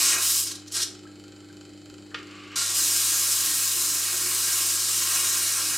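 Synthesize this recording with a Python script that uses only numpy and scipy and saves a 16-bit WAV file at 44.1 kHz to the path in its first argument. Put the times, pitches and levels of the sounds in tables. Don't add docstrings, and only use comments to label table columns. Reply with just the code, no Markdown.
import sys
import numpy as np
from scipy import signal
from scipy.fft import rfft, irfft, next_fast_len
from scipy.io import wavfile
from scipy.ndimage import uniform_filter1d, map_coordinates

SR = 44100
rng = np.random.default_rng(int(sys.argv[2]) if len(sys.argv) > 2 else 0)


def bounce(signal):
    frames = np.transpose(np.atleast_2d(signal))
    limited = np.clip(frames, -1, 1)
    pcm = np.round(limited * 32767).astype(np.int16)
    wavfile.write(sys.argv[1], SR, pcm)


def invert_db(level):
    return 10 ** (np.asarray(level, dtype=float) / 20)


N = 254456
T = np.arange(N) / SR


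def unit(x):
    return x / np.sqrt(np.mean(x ** 2) + 1e-20)


def along(points, hz):
    f, v = np.transpose(points)
    return np.interp(np.log(hz + 1), np.log(f + 1), v)


def curves(*spans):
    rows = []
    for span in spans:
        first, last = span[0], span[-1]
        rows.append((first[0] - .012, -90, *first[2:]))
        rows.extend(span)
        rows.append((last[0] + 0.03, -90, *last[2:]))
    times, *columns = np.transpose(rows)
    return [np.interp(T, times, column) for column in columns]


def wobble(rate):
    return map_coordinates(rng.standard_normal(int(N * rate / SR) + 4), [T * rate])


def filtered(x, response):
    m = next_fast_len(N + SR // 2)
    return irfft(rfft(x, m) * response(np.fft.rfftfreq(m, 1 / SR)), m)[..., :N]


def modes(table):
    def response(f):
        total = 0
        for k, (centre, width, db) in enumerate(table):
            peak = 1j * f * width / (centre * centre - f * f + 1j * f * width)
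            total = total + (-1) ** k * invert_db(db) * peak
        return total
    return response


def coloured(x, spectrum):
    return unit(filtered(x, lambda hz: invert_db(along(spectrum, hz))))


def grit(scatter_db, patchy_db):
    cuts = rng.standard_normal(N) * invert_db(scatter_db * wobble(1500))
    z = signal.stft(cuts, nperseg=512)[2]
    field = rng.standard_normal(z.shape)
    field = uniform_filter1d(uniform_filter1d(field, 8, 0), 10, 1)
    return signal.istft(z * invert_db(patchy_db * unit(field)), nperseg=512)[1][:N]


# (time [s], speed [turns/s])
SHAFT_SPEED = [
    (0, 23.2),
    (.4, 24.237),
    (2.55, 24.237),
    (2.9, 22.5),
    (5.8, 22.2),
]


def turns():
    tick_s = 1.0325
    angle = np.cumsum(np.interp(T, *np.transpose(SHAFT_SPEED))) / SR
    return angle - angle[round(tick_s * SR)]


# (time [s], pressure [dB], flat contact [0-1], lean on the rest [0-1])
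FIRST_PASS = [(0, -21, 0.6, 0.48), (.128, -22, 0.47, 0.61), (.176, -30.5, 0.8, 1), (.24, -23.5, 1, 0.32),
              (.4, -25, 1, 0.16), (.435, -29.5, 0.8, .05), (.515, -36.5, 0.13, 0.47), (.56, -47, 0.16, .5),
              (.61, -70, 0, .4)]
SHORT_PASS = [(.67, -51, 0, 0.7), (.7, -59, 0.2, 0.5), (.724, -39, 0.3, 0.2), (.745, -29, 0.2, 0.36),
              (.77, -26.5, 0.1, 0.5), (.8, -31, .2, 0.64), (.834, -23.5, 0, 0.1), (.842, -35, 0, 0.3)]
LONG_PASS = [(2.559, -26, 0.09, 0.53), (2.74, -28, 0.55, 0.44), (2.77, -24, .9, 0.36), (3.8, -26.5, 1, 0.4),
             (4.05, -28, 0.9, 0.52), (4.55, -25.5, 0.97, 0.47), (4.82, -26, 0.78, 0.35),
             (5.15, -25, 0.89, 0.52), (5.77, -27.5, 0.77, 0.54)]


def pressing():
    return curves(FIRST_PASS, SHORT_PASS, LONG_PASS)


# (frequency [Hz], level [dB per Hz])
HISS_SPECTRUM = [(300, -100), (1650, -33.5), (2800, -8.5), (3600, -10), (4100, -2.5), (4500, -7.5),
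                 (5000, 0), (6000, -1.5), (7100, 2.5), (8200, 1), (9200, 0), (10400, -6), (12000, -9.5),
                 (15600, -47)]
# (frequency [Hz], level [dB per Hz])
FIZZ_SPECTRUM = [(4000, -120), (7500, -11.5), (9500, -8), (10400, -7), (13100, -1), (15000, -4),
                 (15900, -13)]
# (frequency [Hz], level [dB per Hz])
BLOCK_SPECTRUM = [(1500, -98), (2700, -22), (3200, -4), (4200, 0.5), (5200, -3), (6500, -0.5), (10000, -84)]
# (frequency [Hz], width [Hz], level [dB])
HOUSING_PANELS = [(1074, 48, 0), (1195, 176, -6.5), (1382, 72, -2), (1607, 58, -1), (1892, 53, -1),
                  (2222, 183, -5.5), (2546, 60, -1), (2724, 140, -8), (2924, 57, -0.5), (614, 630, -15.5)]


def sanding(angle, pressure_db, flat, lean):
    firm_db = -27
    lighter_db = np.clip(firm_db - pressure_db, 0, 40)
    fizz_db = -23 + 17 * flat
    panel_db = -21.5 + 21.5 * lean
    block_db = -3 - 13 * np.tanh(2.2 * np.abs(flat)) + 0.28 * lighter_db

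    high_spot = 2.52 * np.exp(1.45 * (-np.cos(2 * np.pi * (angle - .03)) - 1))
    share = np.clip(0.06 + 0.037 * lighter_db, 0, .9)
    unsteady_db = 0.1 * wobble(12) + 0.27 * wobble(44)
    press = (1 - share + share * high_spot) * invert_db(pressure_db + unsteady_db)

    cuts = grit(scatter_db=0.5, patchy_db=1.05)
    shaking = grit(scatter_db=1.0, patchy_db=1.43)
    panels = unit(filtered(shaking, lambda f: modes(HOUSING_PANELS)(f) / (1 + (450 / (f + 1)) ** 4)))
    sound = coloured(cuts, HISS_SPECTRUM)
    sound = sound + invert_db(fizz_db) * coloured(cuts, FIZZ_SPECTRUM)
    sound = sound + invert_db(block_db) * coloured(cuts, BLOCK_SPECTRUM)
    return press * (sound + invert_db(panel_db) * panels)


# (time [s], load [0-1])
MOTOR_LOAD = [(0, 0.12), (.15, 0.2), (.33, .8), (.52, 0.03), (.72, 0.12), (.83, 0.35), (.89, 0.04),
              (2.55, 0), (2.66, 0.7), (2.85, 0.18), (3.07, 0.6), (3.17, 0.17), (3.35, 0.7), (3.5, 0.03),
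              (3.7, 0.65), (3.85, 0.13), (4.8, 0.67), (5.77, .3)]
# (multiple of the hum [count], level [dB])
OVERTONES = [(2, -10), (3, 0), (4, -13), (5, -20), (6, -26), (8, -23)]


def motor_hum():
    load = np.clip(np.interp(T, *np.transpose(MOTOR_LOAD)), 0, 1.5)
    hum_db = -56 + 4 * np.tanh(3 * load)
    buzz_db = -45.5 - 29.5 * load + 12.5 * load * wobble(9)
    phase = 2 * np.pi * 99.95 * T
    hum_sides, buzz_sides = np.array([[.055], [-.055]]), np.array([[.16], [-.16]])
    hum = invert_db(hum_db + 0.27 * wobble(8)) * np.sin(phase + hum_sides)
    buzz = 0
    for k, db in OVERTONES:
        even_loss_db = 15 * load * (k == 2)
        level = invert_db(db - even_loss_db + 1.1 * wobble(12))
        buzz = buzz + level * np.sin(k * phase + .15 * wobble(15) + k + buzz_sides)
    return np.sqrt(2) * (hum + invert_db(buzz_db - 2.5) * buzz)


# (frequency [Hz], level [dB])
BEARING_LINES = [(3000, -69), (2520, -86)]


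def bearing_whine(angle):
    idle_speed = SHAFT_SPEED[1][1]
    whine = sum(invert_db(db) * np.sin(2 * np.pi * hz / idle_speed * angle) for hz, db in BEARING_LINES)
    return np.sqrt(2) * whine * (1 + 0.22 * np.cos(2 * np.pi * (angle - .15)))


# (frequency [Hz], level [dB per Hz])
RUMBLE_SPECTRUM = [(15, -37), (30, -19), (60, -14.5), (100, -11.5), (160, -8), (230, -11), (270, -7.5),
                   (350, 1.5), (430, -9.5), (560, -15), (800, -21), (1100, -36), (2200, -120)]
# (frequency [Hz], level [dB per Hz])
FAN_SPECTRUM = [(250, -29), (420, -5.5), (681, -12.5), (1070, -13), (1610, -15), (2080, -9.5),
                (2530, -11.5), (2810, -20), (3080, -9), (3530, -14.5), (4300, -5), (6080, -22), (7400, -10),
                (8600, -19.5), (15500, -36)]


def rumble_and_fan(angle, lean):
    rumble_db = -55 + 10.5 * uniform_filter1d(lean, size=2000) ** 2
    rumble = invert_db(rumble_db) * coloured(grit(scatter_db=1.0, patchy_db=1.5), RUMBLE_SPECTRUM)
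    air = coloured(grit(scatter_db=.6, patchy_db=.5), [(100, -68), *FAN_SPECTRUM])
    return rumble + invert_db(-58.0) * air * (1 + 0.082 * np.cos(2 * np.pi * (angle - .2)))


# (frequency [Hz], width [Hz], level [dB])
FRAME_RING = [(350, 240, -1.5), (1440, 280, -1), (2535, 87, 7.5), (3100, 140, 0), (4120, 450, 2),
              (5000, 810, 1.5), (5300, 270, 2.5), (7170, 410, 8), (7810, 140, 4), (9100, 600, -11)]


def ticks(angle):
    at = np.flatnonzero(np.diff(np.floor(angle)))
    cycle = 2 * np.pi * np.floor(angle[at + 1]) / 8
    chance = rng.standard_normal((len(at), 2))
    click, knock = np.zeros((2, N))
    click[at] = invert_db(-38.5 + 8 * np.cos(cycle - 3.7) + 1.5 * chance[:, 0])
    knock[at] = invert_db(-17.5 + 2.3 * np.cos(cycle - 4.4) + 1.1 * chance[:, 1])

    t = np.arange(1800) / SR
    fade = invert_db(-60 * t / .024) * (1 - np.exp(-t / .002)) + .045
    chatter = rng.standard_normal(len(t)) * fade
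    chatter[:20] += 1.94 * np.hanning(20) * np.cos(np.arange(20) * .7)
    chatter = chatter / np.linalg.norm(chatter)
    knock = signal.fftconvolve(np.pad(knock, (20, 0)), chatter)[:N]

    bright = modes([(11200, 2200, 0)])
    frame = modes(FRAME_RING)
    clicks = filtered(click, lambda f: bright(f) ** 2)
    return clicks + filtered(knock, lambda f: frame(f) / (1 + 1j * f / 9000) ** 3)


# (time [s], peak [dB], pitch [Hz], time to fade 60 dB [s])
FINGER_TAPS = [
    (1.053, -42, 1320, 0.056),
    (1.068, -42.5, 1610, 0.051),
    (1.4995, -47, 1574, 0.046),
    (2.5656, -36, 1394, 0.15),
    (2.618, -29, 1390, 0.056),
]


def finger_taps():
    out, t = np.zeros(N + SR), np.arange(SR // 4) / SR
    for s, db, hz, t60 in FINGER_TAPS:
        note = np.sin(2 * np.pi * hz * t) * (1 - np.exp(-t / .001))
        out[round(s * SR):][:len(t)] += invert_db(db + 1.5 - 60 * t / t60) * note
    return out[:N]


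# (time [s], level [dB])
FIDGET_LEVEL = [
    (1.225, -72),
    (1.24, -66),
    (1.444, -66),
    (1.496, -64),
    (1.75, -80),
]
# (time [s], level [dB])
SLIDE_LEVEL = [
    (2.17, -46),
    (2.25, -57),
    (2.3, -50.5),
    (2.502, -50),
    (2.55, -44),
]
# (frequency [Hz], width [Hz], level [dB])
SCRAPE_RING = [(1160, 170, 5), (1700, 600, -3.5), (2110, 150, 5), (2740, 220, 3), (2960, 110, 7),
               (4640, 4300, -6.5)]


def rubbing():
    (slide_db,), (fidget_db,) = curves(SLIDE_LEVEL), curves(FIDGET_LEVEL)
    rub = grit(scatter_db=1.1, patchy_db=.6)
    scrape, skin = modes(SCRAPE_RING), modes([(1340, 130, 0), (1570, 150, -1)])
    slide = unit(filtered(rub, lambda f: scrape(f) / (1 + (800 / (f + 1)) ** 4 + (f / 5500) ** 4)))
    fidget = unit(filtered(rub, lambda f: skin(f) ** 2))
    return invert_db(slide_db + 3.5 + .4 * wobble(22.0)) * slide + invert_db(fidget_db + 0.5) * fidget


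# (time [s], peak [dB], brightness [Hz], time to fade 60 dB [s])
BLOCK_DROPS = [
    (2.112, -35, 1700, 0.066),
    (2.144, -17, 4050, 0.04),
]
# (frequency [Hz], level [dB], time to fade 60 dB [s])
REST_NOTES = [(478, -3.5, 0.066), (1237, 1.5, 0.076), (1420, -4, .06), (1830, 1, .05), (2290, -3, .05),
              (2480, 5, 0.045), (3140, -9, 0.036), (4000, -8, .04), (4470, 8, 0.033), (5230, -4, .04)]


def block_drops():
    out, t = np.zeros(N + SR), np.arange(SR // 4) / SR
    for s, db, bright_hz, t60 in BLOCK_DROPS:
        ring = 0
        for hz, level, life in REST_NOTES:
            note = invert_db(level - 7 - 60 * t / life) * np.sin(2 * np.pi * hz * t)
            ring = ring + note / (1 + (hz / bright_hz) ** 4)
        band = signal.butter(3, [1150, bright_hz], "band", fs=SR, output="sos")
        noise = unit(signal.sosfilt(band, rng.standard_normal(len(t))))
        crack = (invert_db(-60 * t / t60) + invert_db(-14.5 - 60 * t / (4 * t60))) * noise
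        out[round(s * SR):][:len(t)] += invert_db(db - 8.0) * (ring + crack) * (1 - np.exp(-t / 0.00032))
    return out[:N]


# (frequency [Hz], time to fade 60 dB [s])
ECHO_TIME = [(200, 0.26), (1000, 0.46), (4000, 0.35), (8000, 0.29), (15000, 0.15)]
# (frequency [Hz], level [dB])
ECHO_WIDTH = [(100, -7.5), (500, -4), (1000, -4), (2500, -21), (4000, -11.5), (8000, -6.5), (11000, -10.5),
              (13000, -65)]


def room(x):
    hz, t, z = signal.stft(rng.standard_normal((2, SR // 2)), SR, nperseg=256)
    fade = invert_db(-60 * t / along(ECHO_TIME, hz)[:, None])
    tail = signal.istft(z * fade, SR, nperseg=256)[1]
    tail = tail / np.linalg.norm(tail[0])
    delayed = np.pad(x, (200, 0))[None]
    mid, side = signal.fftconvolve(delayed, tail, axes=1)[:, :N]
    side = filtered(side, lambda hz: invert_db(along(ECHO_WIDTH, hz)))
    return invert_db(-7.5) * mid + invert_db(-6.5) * np.array([side, -side])


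def scene():
    angle = turns()
    pressure_db, flat, lean = pressing()
    work = sanding(angle, pressure_db, flat, lean)
    tones = motor_hum() + bearing_whine(angle)
    drone = rumble_and_fan(angle, lean * (pressure_db > -40))
    hands = finger_taps() + rubbing() + block_drops()
    near = invert_db(-1.5) * (work + ticks(angle) + hands) + drone
    return near + tones + room(near)


def top_cut(x):
    return signal.sosfilt(signal.butter(12, 16060, fs=SR, output="sos"), x)


def record(dry):
    mix = filtered(dry, lambda hz: hz < 16000)
    return top_cut(mix)


dry = scene()
out = record(dry)
bounce(out)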